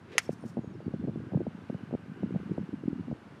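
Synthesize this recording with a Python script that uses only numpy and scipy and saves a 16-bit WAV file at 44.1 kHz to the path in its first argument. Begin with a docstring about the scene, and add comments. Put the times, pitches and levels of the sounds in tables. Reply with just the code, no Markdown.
"""An iron strikes a golf ball on an open fairway: a rising swish, then one hard click of ball and face.
The club tears the turf, the steel head rings faintly, and thrown turf and sand patter down.
Wind eddies thump on the bare microphone throughout, each a short low pulse that sags in pitch.
Far behind sit thin bird calls and the hush of pines."""
import sys
import numpy as np
from scipy import signal
from scipy.fft import rfft, irfft
from scipy.io import wavfile

SR = 44100
rng = np.random.default_rng(int(sys.argv[2]) if len(sys.argv) > 2 else 0)


def to_wav(s):
    """Save 16-bit WAV."""
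    ch = np.atleast_2d(s).T  # columns
    pcm = np.round(np.clip(ch, -1, 1) * 32767)  # PCM
    wavfile.write(sys.argv[1], SR, pcm.astype(np.int16))


N = 149940

# the click, modes of ball and club face: (frequency [Hz], level [dB], t60 [s])
IMPACT_MODES = [(450, -27, .02), (1410, -12, .007), (2100, 0, .0055), (2600, -7, .005), (5085, -22, .02),
                (6480, -8, .0042), (10500, -19, .006)]
# early reflections off ground and body: (delay [s], level [dB])
REFLECTIONS = [(.003, -17), (.0047, -20), (.0073, -16.5)]
# tone of the tearing turf: (frequency [Hz], relative level [dB])
TURF_COLOUR = [(500, -15), (1000, -15), (1400, -6.5), (2100, -5.5), (3800, -13.5), (5000, -11.5),
               (6600, -2.5), (8200, -13.5), (10500, -10.5), (15000, -33)]
# downswing: (time [s], whistle pitch [Hz], whistle level [dB], hiss level [dB])
SWING = [(0.04, 258.4, -80, -75), (0.08, 311.5, -59, -71), (0.11, 400, -50.5, -59.5),
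         (0.13, 405, -51, -51.5), (0.15, 452, -43, -54), (0.175, 477, -45.5, -56), (0.195, 473, -62.5, -59),
         (0.26, 378, -77.5, -61), (0.31, 330, -87, -62)]
# tone of the air hiss: (frequency [Hz], relative level [dB])
SWISH_COLOUR = [(900, -6), (1400, -4), (1850, 3), (2600, -1), (4000, -9), (8000, -24), (11500, -31),
                (14000, -48)]
# ring of the steel head: (time [s], lowest mode level [dB], upper mode level [dB])
HEAD_RING = [(.21, -80, -90), (.245, -71, -90), (.26, -59, -90), (.28, -84, -96), (.38, -93, -90),
             (.40, -92, -79), (.45, -90, -73), (.49, -80, -81), (.53, -92, -87), (.58, -99, -99)]
# turf and sand landing: (time [s], level [dB], half-width [s])
PATTERS = [(0.233, -70, 0.011), (0.254, -71, 0.0086), (0.331, -63, 0.0079), (.463, -69, 0.0054),
           (0.488, -65, 0.012), (0.524, -78, .012), (2.534, -74.5, .005)]
# bright tone of the debris: (frequency [Hz], relative level [dB])
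PATTER_COLOUR = [(3000, -16.5), (5500, 2.5), (9000, -5), (12000, -13), (15500, -19)]
# the strongest wind thumps: (time [s], peak level [dB], pitch [Hz], half-width [ms])
EDDIES = [(0.294, -16, 340.2, 1.6), (0.305, -29, 192, 6.9), (0.332, -30, 209.6, 4.6),
          (0.438, -40.5, 271, 14.4), (0.453, -25.5, 192, 3), (0.462, -27, 206, 6),
          (0.572, -22.5, 245.6, 4.2), (0.579, -27.5, 241.5, 9.8), (0.592, -22, 210.5, 4.1),
          (0.646, -30, 245.5, 2.3), (0.676, -27.5, 147, 3.7), (0.867, -22.5, 196.7, 5.1),
          (0.881, -19, 220.8, 2.55), (0.942, -23.5, 215, 6.6), (0.963, -30, 194.6, 4.5),
          (1.0, -29, 225, 8.5), (1.042, -24.5, 209.6, 12.3), (1.051, -22.5, 212.2, 2.6),
          (1.077, -27, 250.5, 9.5), (1.083, -18, 193, 1.9), (1.094, -23.5, 192.5, 7.9),
          (1.16, -25.5, 261, 4.6), (1.175, -28, 176.4, 6.8), (1.197, -31, 169, 8.3),
          (1.204, -30, 243, 2.14), (1.218, -31, 188, 4.2), (1.272, -31, 262, 4.8), (1.325, -28, 165.5, 7.8),
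          (1.337, -23, 264, 3.45), (1.347, -18, 258.8, 1.23), (1.358, -15.5, 159, 9.7),
          (1.376, -21, 265, 5.9), (1.398, -29, 226, 4.5), (1.408, -27.5, 350, 10.1),
          (1.416, -19.5, 231.3, 1.8), (1.43, -33, 239.3, 5.5), (1.473, -27.5, 224, 7.7),
          (1.48, -26.5, 186.7, 5.5), (1.552, -29, 196.8, 7.1), (1.702, -22, 225, 6.5),
          (1.73, -29.5, 262.3, 6), (1.75, -23.5, 168.2, 6.5), (1.836, -28.5, 197.3, 5.2),
          (1.929, -21.5, 257, 3), (1.943, -24.5, 226.4, 10.6), (1.951, -18, 247.5, 1.7),
          (2.097, -35, 191.2, 5.4), (2.12, -30.5, 197.6, 6.9), (2.207, -32.5, 198, 6.9),
          (2.227, -27, 198, 3), (2.234, -21, 254.3, 3.9), (2.242, -21, 214, 12.2), (2.262, -28, 214, 2.5),
          (2.276, -31, 190, 6.6), (2.288, -42, 205, 3), (2.309, -24.5, 274, 3), (2.324, -28, 172, 8.4),
          (2.342, -21, 165.5, 3.5), (2.361, -19.5, 177.5, 10.3), (2.402, -28, 193.6, 1.9),
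          (2.42, -38.5, 179, 16.5), (2.461, -28, 194, 6.8), (2.497, -35, 173.8, 7),
          (2.511, -20.5, 179.3, 5.4), (2.518, -20, 256.5, 3.4), (2.525, -31.5, 173, 6.6),
          (2.583, -19.5, 248.8, 3.2), (2.594, -27, 222, 2.4), (2.604, -29.5, 219.5, 4.5),
          (2.613, -26.5, 211, 9), (2.637, -31, 179.3, 12.3), (2.692, -28, 250, 3.7),
          (2.732, -24.5, 200.4, 2.5), (2.741, -24.5, 252.6, 7.7), (2.838, -26, 277.4, 2.6),
          (2.858, -24.5, 197.6, 4.1), (2.882, -16, 249.4, 5.3), (2.908, -33.5, 284, 17.5),
          (2.931, -20.5, 227.3, 3), (2.96, -32.5, 254.5, 10.3), (2.983, -32, 203, 6.4),
          (2.997, -25.5, 237.5, 4.2), (3.008, -27, 201.6, 5.9), (3.082, -34, 243.2, 19.5),
          (3.103, -28.5, 195.6, 8.4), (3.115, -22, 211.4, 2.9), (3.128, -21.5, 212.4, 3.6)]
# sharp flicks at an eddy's leading edge: (time [s], peak level [dB])
FLICKS = [(0.293, -24.5), (0.44, -32), (0.571, -28.5), (0.58, -29.5), (0.59, -36), (0.805, -35),
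          (0.644, -39), (0.939, -33), (1.042, -36), (1.076, -32), (1.087, -34), (1.098, -42),
          (1.159, -37.5), (1.321, -36), (1.335, -31.5), (1.349, -32), (1.373, -27.5), (1.406, -30),
          (1.468, -25.5), (1.7, -25.5), (1.746, -33), (1.911, -35.5), (1.927, -33), (1.939, -26),
          (1.951, -38), (2.233, -31), (2.349, -31.5), (2.361, -30.5), (2.58, -27), (2.879, -38),
          (3.083, -37), (3.115, -29.5), (3.125, -34)]
# gusts, riding the bed of small eddies: (time [s], level [dB])
GUSTS = [(0.0, -50.5), (0.37, -50), (1.04, -40), (1.28, -44.5), (1.56, -49), (2.04, -48.5), (2.43, -43.5),
         (2.54, -43), (2.68, -52), (2.99, -44), (3.13, -49.5), (3.4, -51.5)]
# falling bird call: (time [s], pitch [Hz], level [dB])
BIRD_CALL = [(.605, 6850, -91), (.625, 6800, -85), (.645, 6620, -79), (.71, 6570, -80), (.725, 6200, -80),
             (.74, 5400, -79), (.765, 5000, -83), (.81, 4700, -84), (.86, 4600, -72), (.875, 4600, -83.5)]
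# far-off bird notes: (time [s], half-width [s], pitch [Hz], level [dB])
FAR_NOTES = [(1.01, .065, 3480, -82), (1.02, .065, 4240, -84), (1.14, .02, 3500, -79),
             (1.57, .08, 3480, -82), (1.8, .05, 3020, -76), (2.75, 0.089, 2830, -78), (3.0, .07, 2850, -76)]
# tone of the pines: (frequency [Hz], relative level [dB])
HUSH_COLOUR = [(60, 2), (200, -10.5), (500, -7), (900, -8), (1500, -10), (1900, -15.5), (2900, -22.5),
               (4000, -25.5), (7000, -35), (11000, -41), (13000, -51), (15500, -66.5)]
# swell of the hush around 2-3.5 kHz: (time [s], level [dB])
HUSH_SWELL = [(0.0, -89), (0.8, -74), (1.5, -70.5), (2.2, -67.5), (2.6, -68.5), (3.1, -73), (3.4, -72)]
# faint distant hums: (frequency [Hz], bandwidth [Hz], level over the swell [dB])
HUMS = [(1536, 88, 1.5), (2830, 100, -9)]

STRIKE_S, IMPACT_RISE_S = 0.1812, .0003
TURF_DB, TURF_RISE_S, TURF_BODY_T60_S, TURF_TREBLE_T60_S = -18.5, .0015, 0.061, 0.029
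HEAD_HZ, HEAD_TOP_DB, HEAD_WAVER_HZ = (5432, 9055, 12700, 15300), -17, 35
SPRAY_DB, SPRAY_T60_S, GRIT_DB = -65, 0.81, 2.5
SMALL_PER_S, SMALL_SPREAD_DB, SMALL_HZ, SMALL_OCTAVES, SMALL_CYCLES = 220, 3, 209.64, 0.9, 1.3
FLICK_HZ, FLICK_MS, FLICK_OCTAVES = 540, 2.9, 0.3027
BIRD_WAVER = .005   # share of pitch
HUSH_DB = -57
LOW_CUT_HZ, HIGH_CUT_HZ = 88, 15950


def strike():
    """One blow rings ball and face; close reflections thicken the click."""
    click = np.zeros(N)
    click[int(STRIKE_S * SR)] = -1
    modes = sum(amp(db) * ring(click, hz, t60) for hz, db, t60 in IMPACT_MODES)
    impact = modes * (1 - np.exp(-(since_strike() / IMPACT_RISE_S) ** 2))
    return impact + sum(amp(db) * np.roll(impact, int(delay * SR)) for delay, db in REFLECTIONS)


def turf_tear():
    """The club rips the turf in a short rasp whose top end dies first."""
    t = since_strike()
    rasp = coloured(TURF_COLOUR)
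    body = signal.sosfiltfilt(signal.butter(2, 4000, fs=SR, output="sos"), rasp)
    treble = rasp - body
    attack = 1 - np.exp(-(t / TURF_RISE_S) ** 2)
    tail = body * amp(-60 * t / TURF_BODY_T60_S) + treble * amp(-60 * t / TURF_TREBLE_T60_S)
    return amp(TURF_DB) * attack * tail


def swing():
    """The shaft sheds a rough whistle that climbs with speed; the head hisses through the air."""
    hz, whistle_db, hiss_db = automation(SWING)
    whistle = amp(whistle_db) * wavering(hz, share=0.076) * drift(45)
    hiss = amp(hiss_db + 1.6 * drift(39.5)) * coloured(SWISH_COLOUR)
    return gate(SWING) * (whistle + hiss)


def head_ring():
    """Four faint steel modes shimmer as the head turns through the follow-through."""
    low_db, upper_db = automation(HEAD_RING)
    levels = low_db, upper_db, upper_db + HEAD_TOP_DB, upper_db + HEAD_TOP_DB
    return gate(HEAD_RING) * sum(amp(db + 7 * drift(30.1)) * wavering(hz, HEAD_WAVER_HZ / hz)
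                                 for hz, db in zip(HEAD_HZ, levels))


def debris():
    """Thrown turf and sand land in bright, grainy patters over a thinning spray."""
    t = np.arange(N) / SR
    patters = sum(amp(db) * np.exp(-.5 * ((t - s) / width) ** 2) for s, db, width in PATTERS)
    spray = (t > STRIKE_S) * amp(SPRAY_DB - 60 * since_strike() / SPRAY_T60_S)
    return (patters + spray) * coloured(PATTER_COLOUR) * amp(GRIT_DB * drift(500))


def wind():
    """Wind buffets the microphone: big thumps, sharp flicks and a gusting bed of small eddies."""
    chance, size, tone = rng.random((N // 100, 3)).T   # one chance of an eddy every 100 samples
    born = chance < SMALL_PER_S * 100 / SR
    times = np.flatnonzero(born) * 100 / SR
    levels = -SMALL_SPREAD_DB * np.log(size[born] + .01)
    hz = SMALL_HZ * 2 ** (SMALL_OCTAVES * 2 * (tone[born] - .5))
    bed = rms_one(thumps(np.transpose([times, levels, hz, 1000 * SMALL_CYCLES / hz])))
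    flick_rows = [(s, db, FLICK_HZ * 2 ** (FLICK_OCTAVES * (rng.random() - .5)), FLICK_MS)
                  for s, db in FLICKS]
    flicks = thumps(flick_rows, sag_octaves=.6, rise_share=.42)
    return thumps(EDDIES) + flicks + amp(automation(GUSTS)[0]) * bed


def thumps(rows, sag_octaves=.3, rise_share=.7):
    """Each eddy is a brief swell of pressure, quick to rise, whose pitch sags as it passes."""
    out, t = np.zeros(N + SR), np.arange(-2000, 2000) / SR
    for (s, db, hz, ms), (phase, detune) in zip(rows, rng.random((len(rows), 2))):
        age = t / (ms / 1000)   # half-widths from the peak
        envelope = np.exp(-2 * (age / np.where(age < 0, rise_share, 1)) ** 2)
        pitch = hz * 2 ** (-sag_octaves * np.clip(age, -2, 2) + .1 * (detune - .5))
        tone = np.sin(2 * np.pi * (phase + np.cumsum(pitch) / SR))
        start = int(s * SR)
        out[start:start + len(t)] += amp(db) * envelope * tone
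    return out[2000:N + 2000]


def birds():
    """One thin whistle slides down in pitch; a few held notes flutter further off."""
    t = np.arange(N) / SR
    far = np.zeros(N)
    for s, width, hz, db in FAR_NOTES:
        envelope = amp(db) * np.exp(-.5 * ((t - s) / width) ** 4)
        far += envelope * wavering(hz, BIRD_WAVER / 2) * drift(35)
    flutter = amp(2 * drift(36))
    hz, db = automation(BIRD_CALL)
    call = gate(BIRD_CALL) * amp(db) * wavering(hz, BIRD_WAVER) * (.9 + .25 * drift(40))
    return flutter * (call + far)


def pines():
    """A soft bed of distant trees, with swelling upper mids and two wavering hums."""
    swell_db = automation(HUSH_SWELL)[0]
    out = amp(HUSH_DB + .7 * drift(1.1)) * coloured(HUSH_COLOUR)
    out += amp(swell_db) * coloured([(2100, -1.0), (3100, -6.0), (3800, -35.5)])
    for hz, width_hz, db in HUMS:
        gain = amp(swell_db + db + 1.84 * drift(3.7))
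        out += gain * rms_one(ring(rng.standard_normal(N), hz, t60=2.2 / width_hz))
    return out


def amp(db):
    return 10 ** (np.asarray(db) / 20)


def rms_one(x):
    return x / np.sqrt(np.mean(x ** 2) + 1e-20)


def since_strike():
    """Seconds since the blow, zero before it."""
    return np.maximum(np.arange(N) - int(STRIKE_S * SR), 0) / SR


def automation(rows):
    """One curve through the breakpoints for each column after time."""
    times, *columns = np.transpose(rows)
    return [np.interp(np.arange(N) / SR, times, column) for column in columns]


def gate(rows):
    """Open from the first breakpoint to the last."""
    t = np.arange(N) / SR
    return (t > rows[0][0]) & (t < rows[-1][0])


def coloured(points):
    """Noise of rms 1 shaped by an EQ curve, rolled off below its first point."""
    hz, db = np.transpose(points)
    f = np.maximum(np.arange(N // 2 + 1) * SR / N, 1)
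    gain = amp(np.interp(np.log(f), np.log(hz), db)) * np.minimum(1, f / hz[0]) ** 2
    return rms_one(irfft(rfft(rng.standard_normal(N)) * gain, N))


def drift(rate_hz):
    """Smooth random modulation of rms 1."""
    r = np.exp(-2 * np.pi * rate_hz / SR)
    return rms_one(signal.lfilter([1], [1, -2 * r, r * r], rng.standard_normal(N + SR))[SR:])


def ring(drive, hz, t60):
    """A resonator: a unit click sets a decaying sine ringing."""
    r, w = amp(-60 / (t60 * SR)), 2 * np.pi * hz / SR
    return signal.lfilter([0, np.sin(w)], [1, -2 * r * np.cos(w), r * r], drive + 1e-18)


def wavering(hz, share):
    """A sine of rms 1 whose pitch wanders quickly."""
    pitch = hz * (1 + share * drift(59.76))
    return np.sqrt(2) * np.sin(2 * np.pi * np.cumsum(pitch) / SR)


def scene():
    """Mono mix of the fairway ambience and the shot."""
    return (wind() + pines() + swing() + strike() + turf_tear() + head_ring() + debris() + birds())[None]


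def record(dry):
    """The small microphone drops the deep bass; the very top is cut."""
    x = signal.sosfilt(signal.butter(3, LOW_CUT_HZ, "high", fs=SR, output="sos"), dry)
    return signal.sosfilt(signal.cheby2(12, 60, HIGH_CUT_HZ, fs=SR, output="sos"), x)


dry = scene()
out = record(dry)
to_wav(out)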